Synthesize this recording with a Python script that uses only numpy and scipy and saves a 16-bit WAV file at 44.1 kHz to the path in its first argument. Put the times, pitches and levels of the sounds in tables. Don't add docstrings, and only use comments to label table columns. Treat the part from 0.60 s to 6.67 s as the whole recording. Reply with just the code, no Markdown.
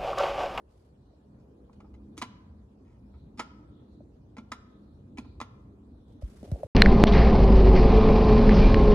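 import sys
import numpy as np
from scipy import signal
from scipy.fft import rfft, irfft
from scipy.io import wavfile
from scipy.ndimage import uniform_filter1d

SR = 44100
rng = np.random.default_rng(int(sys.argv[2]) if len(sys.argv) > 2 else 0)


def waveform_to_disk(signal):
    frames = np.transpose(np.atleast_2d(signal))
    scaled = np.clip(frames, -1, 1) * 32767
    samples = np.round(scaled).astype(np.int16)
    wavfile.write(sys.argv[1], SR, samples)


N = 267642

# (frequency [Hz], likeness [-1 to 1])
ROOM_LIKENESS = [(60, 1), (140, 0.985), (300, 0.95), (640, 0.042), (1400, -0.051), (3100, -0.32)]
# (time [s], knock level [dB], skin scuff level [dB])
KNOCKS = [(.534, -57.5, -93), (3.405, -46, -95), (5.622, -41.5, -64.5), (5.829, -43, -56.5),
          (5.876, -46, -75), (5.915, -37, -51), (5.957, -40, -92), (6.0322, -24, -59)]


def amp(db):
    return 10 ** (np.asarray(db) / 20)


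def unit_rms(x):
    return x / np.sqrt(np.mean(x ** 2) + 1e-20)


def unit_energy(x):
    return x / np.sqrt(np.sum(x ** 2) + 1e-20)


def read(points, hz):
    f, value = np.transpose(points)
    return np.interp(np.log(hz + 1), np.log(f + 1), value)


def add(mix, s, sound):
    part = mix[max(round(s * SR), 0):][:len(sound)]
    part += sound[:len(part)]


def equalise(x, gain_db):
    size = 2 * len(x)
    log_gain = np.log(amp(gain_db(abs(np.fft.fftfreq(size, 1 / SR)))))
    response = np.exp(np.conj(signal.hilbert(log_gain)))
    return np.fft.ifft(np.fft.fft(x, size) * response).real[:len(x)]


def noise(spectrum, likeness, patchy_db, size):
    hz = np.fft.rfftfreq(size, 1 / SR)
    a, b, c, d, patches = rng.standard_normal((5, 4 * N // size + 5, len(hz)))
    patches = unit_rms(uniform_filter1d(uniform_filter1d(patches, size=7, axis=0), size=16, axis=1))
    like = np.clip(read(likeness, hz), -1, 1)
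    left = a + 1j * b
    right = like * left + np.sqrt(1 - like ** 2) * (c + 1j * d)
    frames = np.array([left, right]) * amp(read(spectrum, hz) + patchy_db * patches)
    _, sound = signal.istft(frames.swapaxes(1, 2), nperseg=size, noverlap=size - size // 4)
    return unit_rms(sound[:, :N])


def wander(rate_hz):
    hz = np.fft.rfftfreq(N, 1 / SR)
    return unit_rms(irfft(rfft(rng.standard_normal(N)) * np.exp(-(hz / rate_hz) ** 2), N))


def kettle_rumble():
    # (time [s], level before a 1 dB lift [dB])
    swell = [(0.0, -61), (0.62, -57), (0.8, -52.5), (1.57, -51), (2.28, -58), (2.45, -50), (3.52, -56),
             (4.82, -52), (5.47, -54.5), (5.6, -53.5)]
    # (frequency [Hz], relative level [dB])
    rumble_spectrum = [(20, -33), (34, -22), (50, -3.5), (64, 2.7), (90, 0), (135, -3.5), (165, -8),
                       (215, -4), (305, -6), (360, -13.5), (580, -25.5), (1500, -65)]
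    wash_spectrum = [(150, -22.5), (300, -8.5), (400, 1), (580, -5.5), (1000, -12.5), (1500, -23.5),
                     (3000, -48.5)]
    hiss_spectrum = [(600, -1), (1500, 5), (2400, -1.5), (3400, 1), (4400, -1), (5200, -4), (7000, -7),
                     (11000, -12), (12500, -31), (16000, -38)]
    hiss_likeness = [(1000, -0.35), (8000, 0.086), (15000, -0.67)]  # (frequency [Hz], likeness [-1 to 1])
    swell_db = np.interp(np.arange(N) / SR, *np.transpose(swell))
    level = amp(swell_db + 1 + 0.03 * wander(rate_hz=23))
    low = level * noise(rumble_spectrum, ROOM_LIKENESS, patchy_db=3.0, size=4096)
    wash_level = amp(-66) * unit_rms(level ** 0.29)
    wash = wash_level * noise(wash_spectrum, ROOM_LIKENESS, patchy_db=1.5, size=1024)
    hiss = amp(-82) * noise(hiss_spectrum, hiss_likeness, patchy_db=3.5, size=1024)
    return low + wash + hiss + hums() * unit_rms(level)


def hums():
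    # (pitch [Hz], level [dB], width [Hz], lag of the left port [rad])
    tones = [(64.5, -63.5, 11, 0.15), (205, -63, 4.8, 0.13), (2450, -94, 27, 2.27), (10040, -100, 31, 2.3)]
    t, out = np.arange(N) / SR, np.zeros((2, N))
    for hz, db, width_hz, lag in tones:
        waver = wander(width_hz) + 1j * wander(width_hz)
        tone = amp(db) * waver * np.exp(2j * np.pi * hz * t)
        out += np.real([tone * np.exp(-1j * lag), tone])
    return out


def hand_rustle():
    # (start [s], end [s], rustle level [dB], rub level [dB])
    slides = [(0.085, 0.273, -80, -83), (5.477, 5.534, -79, -90), (5.608, 5.823, -68.5, -72),
              (5.836, 6.05, -67, -53.5)]
    # (frequency [Hz], relative level [dB])
    skin_spectrum = [(300, -8), (1100, 8.5), (1550, 6), (2700, 3.5), (4200, 2.5), (5500, 2.5), (6800, -1),
                     (9700, -1.5), (13000, 2), (16000, -10.5)]
    rub_spectrum = [(100, -6.5), (420, 9.5), (570, 4), (770, -0.5), (950, -18), (1500, -51), (4000, -60)]
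    # (frequency [Hz], likeness [-1 to 1])
    skin_likeness = [(1000, 0.3), (5000, -0.1), (9000, 0.3), (13000, -1.04)]
    rub_likeness = [(200, 0.96), (600, 0.99), (2000, 0.33)]
    attack_s, release_s, scuff_s = 0.0074, 0.032, 0.0013
    t, rustle_level, rub_level = np.arange(N) / SR, np.zeros(N), np.zeros(N)
    for start, end, rustle_db, rub_db in slides:
        moving = np.clip((t - start) / attack_s, 0, 1) * np.exp(-np.maximum(t - end, 0) / release_s)
        rustle_level += amp(rustle_db) * moving
        rub_level += amp(rub_db) * moving
    age = t[:SR // 6] / scuff_s
    for s, _, scuff_db in KNOCKS:
        add(rustle_level, s, amp(scuff_db) * age * np.exp(1 - age))
    rustle = noise(skin_spectrum, skin_likeness, patchy_db=1.2, size=512) * amp(2 * wander(rate_hz=78))
    rub = amp(3.7 * wander(rate_hz=93)) * noise(rub_spectrum, rub_likeness, patchy_db=3.5, size=1024)
    return rustle_level * rustle + rub_level * rub


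def sizzle():
    # (time [s], level
    # [dB], band centre [Hz])
    swells = [(.48, -85, 4080), (2.6, -80.5, 3890), (3.18, -78.5, 3470), (3.35, -81, 4040),
              (4.14, -80.5, 3610), (4.33, -82.5, 4020), (4.68, -75.5, 4100), (5.36, -87, 3970),
              (5.52, -80.5, 3580)]
    half_length_s, width_hz = 0.097, 570
    t = np.arange(N) / SR
    band = np.array([wander(width_hz) + 1j * wander(width_hz) for port in range(2)])
    carriers = sum(amp(db) * np.exp(-((t - s) / half_length_s) ** 2 + 2j * np.pi * hz * t)
                   for s, db, hz in swells)
    return (band * carriers).real


def thud(db, first_hz, last_hz, swell_s):
    age = np.arange(SR // 6) / SR / swell_s
    hz = last_hz + (first_hz - last_hz) * np.exp(-age / 0.79)
    envelope = (age * np.exp(1 - age)) ** 1.12
    return amp(db) * envelope * np.sin(2 * np.pi * np.cumsum(hz) / SR)


def housing_bumps():
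    # (time [s], level [dB], first pitch [Hz], last pitch [Hz])
    thumps = [(5.631, -27, 95, 48), (5.830, -36, 440, 159), (5.892, -38, 101, 80), (5.918, -21, 235, 53.7),
              (6.044, -35.5, 168, 81)]
    flex_lag = [(60, 0.19), (200, 0.3), (600, 0.64)]  # (frequency [Hz], lag [rad])
    swell_cycles = 0.57
    bumps = np.zeros(N)
    for s, db, _ in KNOCKS:
        add(bumps, s, thud(db, first_hz=669, last_hz=571, swell_s=0.0027))
    for s, db, first_hz, last_hz in thumps:
        add(bumps, s, thud(db, first_hz, last_hz, swell_s=swell_cycles / last_hz))
    lag = read(flex_lag, np.fft.rfftfreq(N, 1 / SR))
    left = irfft(rfft(bumps) * np.exp(-1j * lag), N)
    return np.array([left, bumps])


def lid_click(db, tilt_db, focus_hz, scrape_s):
    # (pitch [Hz], relative level [dB], t60 [s])
    modes = [(676, -32, 0.029), (846, -7.5, 0.044), (877, 1, 0.05), (1020, 3, 0.03), (1092, 0, 0.04),
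             (1245, -1.5, 0.041), (1307, -1, 0.057), (1382, -14.5, 0.22), (1780, -15.5, 0.043),
             (2034, -4.5, 0.051), (2145, -8, 0.08), (2350, -1.5, 0.02), (2510, 2, 0.014),
             (2920, -7.5, 0.052), (3390, -18, 0.04), (3940, -14, 0.045), (4120, -16.5, 0.053),
             (5120, -11, .035), (5400, -20.5, 0.04), (6380, -13.5, 0.035), (6650, -13, 0.06)]
    # (frequency [Hz], relative level [dB])
    crack_spectrum = [(100, -31.5), (400, -3.5), (700, -0.5), (1000, 5), (1360, -11), (1500, -6.5),
                      (2300, -2.5), (3100, -7), (4200, -9.5), (6500, -14.5), (8000, -20.5), (10500, -20),
                      (13000, -33.5), (16000, -47.5)]
    crack_t60, slips_per_s, focus_db, focus_octaves = 0.09, 2000, 5, 0.19
    t = np.arange(SR // 4) / SR
    ring = np.zeros(len(t))
    for hz, mode_db, t60 in modes:
        decay = amp(mode_db + rng.normal(0, 0.68) - 60 * t / t60)
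        ring += decay * np.sin(2 * np.pi * hz * rng.normal(1, 0.0058) * t) * rng.choice([-1, 1])
    grit = rng.standard_normal(len(t)) * (amp(-60 * t / crack_t60) + 1.73 * np.exp(-t / 0.0012))
    crack = equalise(grit, lambda hz: read(crack_spectrum, hz))
    age = t / scrape_s
    slips = rng.standard_normal(len(t)) * (rng.random(len(t)) < slips_per_s / SR)
    slips *= 0.37 * age * np.exp(1 - age)
    slips[0] = 1
    sound = signal.fftconvolve(unit_energy(ring) + unit_energy(crack), slips)[:len(t)]
    sound = equalise(sound, lambda hz: tilt_db * np.log2(np.clip(hz, 700, 12000) / 1500)
                     + focus_db * np.exp(-(np.log2((hz + 1) / focus_hz) / focus_octaves) ** 2))
    return amp(db) * unit_energy(sound) * np.sqrt(0.0038 * SR)


def fingertip():
    # (time [s], level [dB], tilt [dB/octave], scrape length [s])
    touches = [(0.788, -73, 2.5, .016), (1.096, -56, -10, .0012), (1.13, -66, 3.5, 0.0024),
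               (1.203, -52, -3.5, 0.0018), (1.244, -57, -6.5, 0.0063), (1.341, -60.5, -0.5, 0.0032),
               (2.25, -62.5, 0.5, 0.034), (2.54, -59, -6, 0.0075), (4.647, -55.5, -3, 0.0033)]
    out = np.zeros(N)
    for s, db, tilt_db, scrape_s in touches:
        add(out, s, lid_click(db, tilt_db, focus_hz=1310, scrape_s=scrape_s))
    return out


def button():
    # (time [s], travel [s], scrape level [dB], scrape length [s],
    # click level [dB], tilt [dB/octave], focus [Hz], thud level [dB], thud pitch [Hz])
    presses = [(1.57, 0.0078, -51, 0.0095, -40.5, 4.5, 6440, -39.5, 286),
               (2.775, .008, -48, 0.01, -55, 2, 4830, -39.5, 198),
               (3.768, .014, -45, 0.0021, -44, -1.5, 2400, -36.5, 217),
               (4.573, 0.011, -44.5, 0.0035, -38.5, 0.5, 2310, -33, 230)]
    # (time [s], travel [s], snap level [dB], tilt [dB/octave], focus [Hz],
    # bounce [dB re the snap])
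    releases = [(1.6162, 0.0056, -29, 0.1, 1120, -12.5), (2.7941, 0.0031, -29, -0.7, 1280, -5.5),
                (3.9178, .0024, -32.5, -0.15, 1260, -23), (4.8027, .011, -32, -1, 1224, -20)]
    unlatch_db, recoil_db = -3, -9
    bounce_s, recoil_hz = 0.0053, 229.4
    sharp_ratio, swell_s, lead_s = 1.406, 0.0058, 0.00047
    out = np.zeros(N)
    for s, travel_s, scrape_db, scrape_s, click_db, tilt_db, focus_hz, thud_db, thud_hz in presses:
        add(out, s, lid_click(scrape_db, tilt_db, focus_hz, scrape_s))
        add(out, s + travel_s, lid_click(click_db, tilt_db, focus_hz, scrape_s=0.0012))
        add(out, s + travel_s - lead_s, thud(thud_db, sharp_ratio * thud_hz, thud_hz, swell_s))
    for s, travel_s, db, tilt_db, focus_hz, bounce_db in releases:
        for delay_s, step_db in [(0, unlatch_db), (travel_s, 0), (travel_s + bounce_s, bounce_db)]:
            add(out, s + delay_s, lid_click(db + step_db, tilt_db, focus_hz, scrape_s=0.00032))
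        add(out, s + travel_s - lead_s, thud(db + recoil_db, sharp_ratio * recoil_hz, recoil_hz, swell_s))
    return out


def kitchen_echo(x):
    # (frequency [Hz], t60 [s])
    decay = [(200, 0.4), (600, 0.23), (1000, 0.94), (1350, 1), (1600, 0.91), (2800, 0.56), (6000, 0.61),
             (12000, 0.15)]
    # (frequency [Hz], relative level [dB])
    colour = [(200, 7.5), (500, 4.5), (720, 3), (1000, -2), (1380, -1), (1550, 1), (2200, -6), (3000, 3),
              (6000, -2.5), (12000, -3.5)]
    echoes_per_s, build_s = 4000, 0.016
    taps = rng.choice([-1, 1], (2, SR)) * (rng.random((2, SR)) < echoes_per_s / SR)
    hz, t, (left, unrelated) = signal.stft(taps, SR, nperseg=256)
    like = np.clip(read(ROOM_LIKENESS, hz), -1, 1)[:, None]
    right = like * left + np.sqrt(1 - like ** 2) * unrelated
    fade = amp(read(colour, hz)[:, None] - 60 * t / read(decay, hz)[:, None])
    tail = signal.istft(np.array([left, right]) * fade, SR, nperseg=256)[1][:, :SR]
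    tail *= 1 - np.exp(-(np.arange(SR) / SR / build_s) ** 2)
    return signal.fftconvolve(x[None], np.sqrt(2) * unit_energy(tail), axes=1)[:, :N]


def from_lid(sound):
    # (frequency [Hz], phase [rad])
    left_lead = [(100, -0.31), (250, -0.17), (700, 0.74), (1350, 0.42), (1700, 0.82), (2300, 1.4),
                 (2700, 2.3), (3450, 1.17), (4400, 1.77), (5400, 1.4), (6500, 1.15), (8500, 1.33),
                 (11000, 2.35)]
    lead = read(left_lead, np.fft.rfftfreq(N, 1 / SR))
    left = irfft(rfft(sound) * np.exp(1j * lead), N)
    direct = np.array([amp(0.3) * left, amp(1.13) * sound])
    return direct + amp(-18.5) * kitchen_echo(sound)


def scene():
    return kettle_rumble() + sizzle() + from_lid(button() + fingertip()) + hand_rustle() + housing_bumps()


def record(dry):
    low_pass = signal.firwin(511, cutoff=16100, window=("kaiser", 9), fs=SR)
    return signal.oaconvolve(dry, low_pass[None], "same")


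dry = scene()
out = record(dry)
waveform_to_disk(out)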